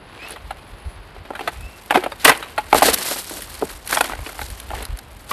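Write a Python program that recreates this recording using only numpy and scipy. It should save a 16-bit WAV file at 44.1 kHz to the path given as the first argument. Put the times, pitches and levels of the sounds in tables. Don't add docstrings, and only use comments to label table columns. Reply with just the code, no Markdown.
import sys
import numpy as np
from scipy import signal
from scipy.fft import rfft, irfft
from scipy.io import wavfile
from scipy.ndimage import uniform_filter1d

SR = 44100
rng = np.random.default_rng(int(sys.argv[2]) if len(sys.argv) > 2 else 0)


def transcribe(signal):
    frames = np.atleast_2d(signal).T
    limited = np.clip(frames, -1, 1)
    pcm = np.round(limited * 32767).astype(np.int16)
    wavfile.write(sys.argv[1], SR, pcm)


N = 234612
TIME = np.arange(N) / SR
HIT_SIZE, ATTACK_SIZE = int(.16 * SR), int(.008 * SR)
HIT_TIME = TIME[:HIT_SIZE]
SHELL_GIVE = 1 - np.exp(-HIT_TIME / 0.0014054)

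# t/s, knock level/dB, weight (chassis thump over the knock)/dB,
# hardness (panel clack over the knock)/dB
BLOWS = [(.36, -35.5, -10.5, -1), (.506, -30, -26, -1), (1.164, -40, -1.5, -11), (1.251, -42.5, 0.5, -0.5),
         (1.3045, -26, -1, -9.5), (1.334, -35.5, -16, -6), (1.351, -36, -18.5, 6.5),
         (1.392, -28.5, -13, -1), (1.408, -29, -3, -3.5), (1.475, -21, -12, 1), (1.907, -13.5, -15, -0.5),
         (1.923, -19, -13.5, -7), (1.943, -22, -8, 1), (1.95, -16, -12, -5), (1.957, -8, -11.5, -7.5),
         (1.972, -21.5, 2, -0.5), (2.026, -33, -8.5, -6), (2.037, -27.5, 1, 2.5), (2.061, -20, -3.5, -9),
         (2.119, -29.5, -5.5, 0), (2.249, -9.5, -8.5, 4.5), (2.258, -15, -10, 0), (2.278, -15, -0.5, 7),
         (2.294, -7, -16.5, 0.5), (2.316, -19.5, -4, 2), (2.425, -34.5, -18.5, 7.5), (2.5784, -21.5, -9, 3),
         (2.7282, -4, -14, -8), (2.746, -8.5, -5.5, -14), (2.8212, -6, -17, -16), (2.827, -11.5, -6.5, -6),
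         (2.884, -20, 6, 2), (3.112, -27, 0, -2), (3.16, -33, 0, -3), (3.31, -36, 4.5, -10),
         (3.614, -38.5, 7.5, -3), (3.6233, -20, 2, -14.5), (3.926, -23, -10.5, 5.5),
         (3.937, -28.5, -3.5, -0.5), (3.959, -25, -15, -3), (3.971, -16, -28, 0), (4.008, -13.5, -10, 0.5),
         (4.041, -38, -11, 11), (4.096, -29, -4.5, -2.5), (4.12, -29.5, -10.5, -2), (4.134, -28, -14, -2),
         (4.19, -36, -6, -3), (4.262, -37.5, 3, 7.5), (4.291, -36, -8, 2), (4.391, -29, -14.5, -1.5),
         (4.414, -31, -4.5, 3), (4.704, -31, -8, -2), (4.714, -29, -12, -9), (4.734, -24.5, -26.5, -17.5),
         (5.312, -28, -5, 2.5)]
# f/Hz, level/dB
SNAP_BODY = [(500, -45), (1500, 6.5), (2500, 0), (4300, 0.5), (5800, -12), (9000, -15)]
# f/Hz, level/dB
CRACK = [(3000, -23), (5200, -7.5), (6500, -7), (8000, -2), (10200, 3.5), (12700, -0.5), (15000, -11.5)]


def from_db(db):
    return 10 ** (np.asarray(db) / 20)


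def rms_one(x, size=None):
    return x / np.sqrt(np.mean(x[:size] ** 2) + 1e-20)


def fade(t, t60):
    return np.exp(-np.log(1000) * t / np.maximum(t60, 1e-3))


def in_time(rows):
    s, *columns = np.transpose(rows)
    return [np.interp(TIME, s, column) for column in columns]


def add(out, s, sound):
    start = int(np.clip(s * SR, 0, N - 1))
    out[start:start + len(sound)] += sound[:N - start]


def colour(x, spectrum, size=8192):
    hz, db = np.transpose(spectrum)
    bins = np.maximum(np.fft.rfftfreq(size, 1 / SR), 1)
    level_db = np.interp(np.log(bins), np.log(hz), db)
    cepstrum = irfft(np.log(from_db(level_db)))
    cepstrum[1:size // 2] *= 2
    cepstrum[size // 2 + 1:] = 0
    response = irfft(np.exp(rfft(cepstrum)))
    return signal.fftconvolve(x, response)[:len(x)]


def drift(rate):
    points = rng.standard_normal(N // 40)
    return rms_one(np.interp(TIME * rate, np.arange(N // 40), points))


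def grains(size, per_s, spread_db):
    strength = from_db(spread_db * np.minimum(rng.exponential(1, size), 4))
    present = rng.random(size) < per_s / SR
    return present * strength * rng.choice([-1, 1], size)


def contact(t60, per_s, spread_db, first):
    force = grains(HIT_SIZE, per_s, spread_db) * fade(HIT_TIME, t60)
    force[0] += first
    return force


def hush():
    # f/Hz, level/dB
    hush_colour = [(30, -6), (100, 6), (220, 3.5), (500, 2.5), (850, 2.5), (1500, -2), (2700, -6.5),
                   (4900, -14.5), (6200, -37.5), (9000, -48.5), (12500, -31.5), (15000, -34)]
    level_db = -45 + 0.354 * drift(2.3243)
    return from_db(level_db) * rms_one(colour(rng.standard_normal(N), hush_colour))


def insects():
    # f/Hz, level/dB
    hiss_colour = [(9000, -30), (9900, -14), (10200, -0.5), (10500, -11), (11500, -29.5)]
    # t/s, level/dB
    hiss_curve = [(0, -62.5), (.5, -66.5), (.9, -56), (1.1, -69.5), (1.4, -85.5)]
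    flutter_db = 2.5 * drift(60)
    level_db = in_time(hiss_curve)[0] + flutter_db
    return from_db(level_db) * rms_one(colour(rng.standard_normal(N), hiss_colour))


def wind_gain():
    # t/s at the peak, half-width/s to 1/e of peak power, level/dB
    gusts = [(0.464, 0.0336, -36), (.735, 0.02425, -37), (0.871, 0.01729, -25), (.99, 0.02282, -38),
             (1.2, 0.02433, -38), (1.62, 0.05185, -31), (2.66, 0.0338, -43), (2.76, 0.02898, -33),
             (2.89, 0.0505, -36), (3.75, 0.0187, -35), (4.15, .03, -36), (4.208, .02, -28),
             (4.424, 0.0217, -29.5), (4.52, 0.02326, -31.5), (4.761, 0.0767, -31.5), (4.925, .024, -23),
             (5.14, 0.02961, -38.5)]
    breeze_db, swing_db, changes_per_s = -48, 3, 4
    edge_steepness = 2.683
    power = from_db(breeze_db + swing_db * drift(changes_per_s)) ** 2
    for s, width, db in gusts:
        power += from_db(db) ** 2 * np.exp(-np.abs((TIME - s) / width) ** edge_steepness)
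    return np.sqrt(power)


def buffeting():
    # f/Hz, level/dB
    buffet_colour = [(15, -69.5), (30, -13.5), (47, 1.5), (75, -4.5), (110, -13.5), (200, -33), (400, -65)]
    air = colour(rng.standard_normal(N), buffet_colour)
    air /= np.sqrt(uniform_filter1d(air ** 2, size=3000) + 1e-12)
    return wind_gain() * air


def stirring():
    # t/s, twig level/dB, leaf level/dB
    rolling = [(0, -53, -78.5), (.25, -38.5, -67.5), (.45, -51, -60.5), (1.25, -50.5, -65.5),
               (1.441, -46, -51.5), (1.85, -52.5, -51), (2.659, -53, -50.5), (2.76, -23.5, -31.5),
               (3.15, -38, -29.5), (3.28, -47.5, -38), (3.7, -40, -41), (3.829, -53.5, -49.5),
               (3.92, -28.5, -25.5), (4.17, -40, -46), (4.44, -43.5, -39), (4.66, -49.5, -50),
               (4.76, -33, -43), (4.942, -49, -56), (5.26, -57.5, -51.5), (5.32, -32, -30.5)]
    debris_db, settle_t60 = (-23, -35.5), 0.6403
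    swell_db, swell_t60 = -17, 0.04518
    debris_power, swells = np.zeros(N), np.zeros(N)
    for s, knock_db, _, hardness_db in BLOWS:
        clack_db = knock_db + hardness_db
        add(debris_power, s, (from_db(clack_db) * fade(TIME[:SR], settle_t60)) ** 2)
        rise = fade(HIT_TIME[::-1], swell_t60)
        add(swells, s - HIT_SIZE / SR, from_db(clack_db + swell_db) * rise)
    twig_gain, leaf_gain = [np.sqrt(from_db(roll_db) ** 2 + from_db(db) ** 2 * debris_power)
                            for roll_db, db in zip(in_time(rolling), debris_db)]
    return np.hypot(twig_gain, swells), leaf_gain


def crackle(per_s, spread_db, spectrum):
    edges = np.geomspace(110, 14000, num=15)
    out = np.zeros(N)
    for low, high in zip(edges, edges[1:]):
        fibres = rms_one(grains(N, per_s * np.sqrt(low / 1000), spread_db))
        b, a = signal.butter(1, [low, high], "band", fs=SR)
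        out += signal.lfilter(b, a, fibres + 1e-18)
    return rms_one(colour(out, spectrum))


def litter(twig_gain, leaf_gain):
    # f/Hz, level/dB
    ground_colour = [(80, -39), (200, -2.5), (350, 1), (800, -2), (1200, -28), (2000, -29)]
    twig_colour = [(120, -7.5), (330, 4.5), (550, 1), (820, 6), (1150, 3), (1800, 2), (3000, -1),
                   (4500, -6.5), (5800, -18), (8000, -18)]
    leaf_colour = [(2500, -3.5), (4500, 2), (6200, -3), (8000, 0), (10500, 1), (12700, 2.5), (15000, -43.5)]
    # t/s, length/s, ground level/dB, twig level/dB, leaf level/dB
    crunches = [(0.303, 0.04581, -40.5, -40, -60.5), (1.409, .08, -42, -46, -64.5),
                (1.941, 0.03862, -23.5, -32, -42.5), (2.197, 0.04116, -48, -38, -40),
                (2.248, 0.0078, -35, -13, -7.5), (2.27, 0.02398, -23, -19.5, -17.5),
                (2.753, 0.04296, -22.5, -31, -23.5), (2.822, 0.04564, -25.5, -23.5, -20),
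                (2.858, 0.04831, -22.5, -22.5, -18), (2.931, 0.01503, -27.5, -32.5, -16.5),
                (2.957, 0.06022, -37.5, -38, -54), (3.062, 0.07875, -48.5, -35.5, -26.5),
                (3.187, 0.01917, -45, -52, -28.5), (3.315, 0.08618, -37.5, -60, -38),
                (3.919, .036, -55, -32, -28), (4.735, .1, -38, -49, -56)]
    press_s, release_s = 0.00698, 0.01969
    clumps = from_db(4 * np.tanh(drift(130)))
    twig_stir = rms_one(clumps * crackle(per_s=420, spread_db=4.3, spectrum=twig_colour))
    leaf_stir = rms_one(clumps * crackle(per_s=520, spread_db=4.7, spectrum=leaf_colour))
    out = twig_gain * twig_stir + leaf_gain * leaf_stir
    crunch_gains = np.zeros((3, N))
    for s, length, *levels_db in crunches:
        rise, fall = (TIME - s) / press_s, (s + length - TIME) / release_s
        press = np.clip(np.minimum(rise, fall) + .5, 0, 1)
        crunch_gains += from_db(levels_db)[:, None] * press
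    for gain, spectrum in zip(crunch_gains, (ground_colour, SNAP_BODY, leaf_colour)):
        out += gain * crackle(per_s=1300, spread_db=3.9, spectrum=spectrum)
    return out


def twigs(leaf_gain):
    # t/s, level/dB
    timed_snaps = [(0.285, -41.5), (.295, -47), (0.308, -39.5), (0.318, -44.5), (0.509, -42),
                   (1.608, -43.5), (1.86, -45.5), (2.04, -36), (2.25, -10), (2.294, -13), (2.374, -33.5),
                   (2.745, -24), (2.782, -20.5), (2.81, -28.5), (2.827, -17.5), (2.898, -26), (2.941, -14),
                   (3.026, -30), (3.185, -32), (3.296, -32.5), (3.338, -35), (3.368, -35), (3.42, -31.5),
                   (3.874, -28), (3.908, -25), (3.948, -23), (4.009, -21), (4.042, -31), (4.415, -36),
                   (4.501, -36.5), (4.6, -33.5), (4.749, -41.5), (4.825, -34), (4.852, -31.5),
                   (4.972, -40.5), (4.988, -35.5)]
    further_per_s, further_db, further_spread_db = 21, -1, -1
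    body_db = -3
    colour_spread_db = 3.5
    out = np.zeros(N)
    bend = 1 - np.exp(-HIT_TIME / 0.000642)
    snaps = list(timed_snaps)
    chances = rng.random((256, 3))
    for when, size, luck in chances:
        if luck * len(chances) < further_per_s * N / SR:
            leaf_db = 20 * np.log10(leaf_gain[int(when * N)])
            snaps.append((when * N / SR, leaf_db + further_db + further_spread_db * (2 * size - 1)))
    for s, edge_db in snaps:
        for spectrum, db in ((SNAP_BODY, edge_db + body_db), (CRACK, edge_db)):
            fibres = bend * contact(0.01759, per_s=6800, spread_db=5.0, first=2.5)
            own = [(hz, level + colour_spread_db * rng.standard_normal()) for hz, level in spectrum]
            add(out, s, from_db(db) * rms_one(colour(fibres, own, size=512), size=ATTACK_SIZE))
    return out


def bird():
    # t/s, f/Hz, level/dB
    chirps = [
        [(.17, 2050, -52), (.197, 2380, -42), (.222, 2550, -37), (.262, 2630, -35), (.28, 2800, -36),
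         (.315, 2880, -51)],
        [(1.56, 2480, -58), (1.61, 2550, -46), (1.675, 2650, -42), (1.70, 2720, -49), (1.79, 2680, -52)],
    ]
    out = np.zeros(N)
    for chirp in chirps:
        hz, db = in_time(chirp)
        phase = 2 * np.pi * np.cumsum(hz * (1 + .01 * drift(250))) / SR
        tone = np.sin(phase) + from_db(-16) * np.sin(2 * phase) + from_db(-25) * np.sin(3 * phase)
        flutter_db = 2.4 * drift(120)
        sounding = (TIME > chirp[0][0]) * (TIME < chirp[-1][0])
        out += from_db(db + flutter_db) * tone * sounding
    return out


def rings():
    # t/s, f/Hz, amplitude level before the decay/dB, t60/s
    ringing_tones = [(.306, 9848, -12.5, 0.010545), (.319, 10230, -22.5, 0.019),
                     (.507, 788.4, -12.5, 0.03039), (1.971, 366.9, -5.5, 0.08623),
                     (2.28, 731.6, -9, 0.0934), (2.278, 1383, -17.5, 0.0501), (2.584, 848, -8, 0.064),
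                     (2.7295, 851, -17.5, 0.01602), (2.823, 833.1, -15.5, 0.02485),
                     (3.626, 391.1, -9, 0.04512), (3.641, 189.8, -18.5, 0.03148), (3.972, 835, -7, 0.05985),
                     (5.312, 1125, -14, 0.07146)]
    out = np.zeros(N)
    for s, hz, db, t60 in ringing_tones:
        tone = np.sin(2 * np.pi * hz * HIT_TIME) * fade(HIT_TIME, t60)
        add(out, s, from_db(db) * SHELL_GIVE * tone)
    return out


def blows():
    # mean f/Hz, relative level/dB, t60/s
    modes = [(205.5, -23, 0.02403), (279.86, -1, 0.05456), (353.31, -3, 0.05081), (443.49, -2, 0.05965),
             (549.88, 4, 0.03059), (622.35, -1.5, 0.03445), (714.08, 1.5, 0.02563), (770.79, 0, 0.03807),
             (846.27, -1.5, 0.04745), (899.82, 3.5, 0.01825), (1020.1, 8, 0.011702),
             (1212.9, -0.5, 0.019987), (1335.9, -0.5, 0.018886), (1399.8, -6, 0.021533),
             (1546.7, -4.5, 0.019246), (1756.6, -0.5, 0.01166), (2009, 1.5, 0.0109), (2120.5, -5, 0.015096),
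             (2296.4, -1.5, 0.008296), (2474, -4.5, 0.01902), (2666, 2, 0.006406), (3134.8, 4.5, 0.003633),
             (3496.7, -3.5, 0.00879), (3828, -9, 0.0046), (4286.1, -5, 0.006827), (4537.2, -14, 0.007)]
    # lowest f/Hz, highest f/Hz
    registers = [(0, 550), (550, 1250), (1250, 6000)]
    landing_s = 2.7
    stone_t60, litter_t60 = .048, .029
    doubling_db = 12.5
    crack_base_db, crack_growth, crack_pivot_db = -16, 0.335, -16.5
    dulling, hard_blow_db, panels_hz = .5, 1.5, 1772
    hz, mode_db, t60 = np.transpose(modes)
    decays = from_db(mode_db)[:, None] * fade(HIT_TIME, t60[:, None])
    play = np.interp(hz, [800, 2500], [.012, .06])
    panel_octaves = np.log2(np.maximum(hz / panels_hz, 1))
    out = np.zeros(N)
    for s, knock_db, weight_db, hardness_db in BLOWS:
        thump_db, clack_db = knock_db + weight_db, knock_db + hardness_db
        surface_t60 = stone_t60 if s < landing_s else litter_t60
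        chatter_t60 = surface_t60 * 2 ** (hardness_db / doubling_db)
        crack_db = clack_db + crack_base_db + crack_growth * max(clack_db - crack_pivot_db, 0)
        first = .22 / max(chatter_t60, .012)
        force = contact(chatter_t60, per_s=3500, spread_db=2.0, first=first)
        pitches = hz * (1 + play * rng.standard_normal(len(hz)))
        shapes = decays * np.sin(2 * np.pi * pitches[:, None] * HIT_TIME)
        weights = from_db(1.5 * rng.standard_normal(len(hz))) * rng.choice([-1, 1], len(hz))
        weights *= from_db(dulling * min(hardness_db - hard_blow_db, 0) * panel_octaves)
        for (low, high), db in zip(registers, (thump_db, knock_db, clack_db)):
            response = (weights * (hz >= low) * (hz < high)) @ shapes
            body = SHELL_GIVE * signal.fftconvolve(force, response)[:HIT_SIZE]
            add(out, s, from_db(db) * rms_one(body, size=ATTACK_SIZE))
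        grit = contact(chatter_t60, per_s=12000, spread_db=3.5, first=3.0)
        crack = SHELL_GIVE * colour(grit, CRACK, size=512)
        add(out, s, from_db(crack_db) * rms_one(crack, size=ATTACK_SIZE))
    return out


def truck():
    radiation = signal.butter(2, 117.89, "high", fs=SR, output="sos")
    return signal.sosfilt(radiation, rings() + blows())


def woods(x, wet_db, t60):
    # f/Hz, level/dB
    scatter_colour = [(100, 1.5), (400, 2.0), (900, 1.0), (2500, 1.5), (6000, -4), (13000, -2.5)]
    t = TIME[:SR]
    echoes = grains(SR, per_s=2500, spread_db=3.5) * fade(t, t60) * (t > .008)
    echoes = colour(echoes, scatter_colour, size=1024)
    return x + from_db(wet_db) * signal.fftconvolve(x, echoes / np.linalg.norm(echoes))[:N]


def scene():
    background = hush() + insects() + buffeting()
    twig_gain, leaf_gain = stirring()
    tumble = litter(twig_gain, leaf_gain) + twigs(leaf_gain) + truck()
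    far = woods(bird(), wet_db=-14.5, t60=0.581) + background
    near = woods(tumble, wet_db=-24, t60=.45)
    return (near + far)[None]


def record(dry):
    clipped = np.clip(dry, -1, 1)
    low_pass = signal.ellip(8, .1, 40, 13000, fs=SR, output="sos")
    return signal.sosfiltfilt(low_pass, clipped)


dry = scene()
out = record(dry)
transcribe(out)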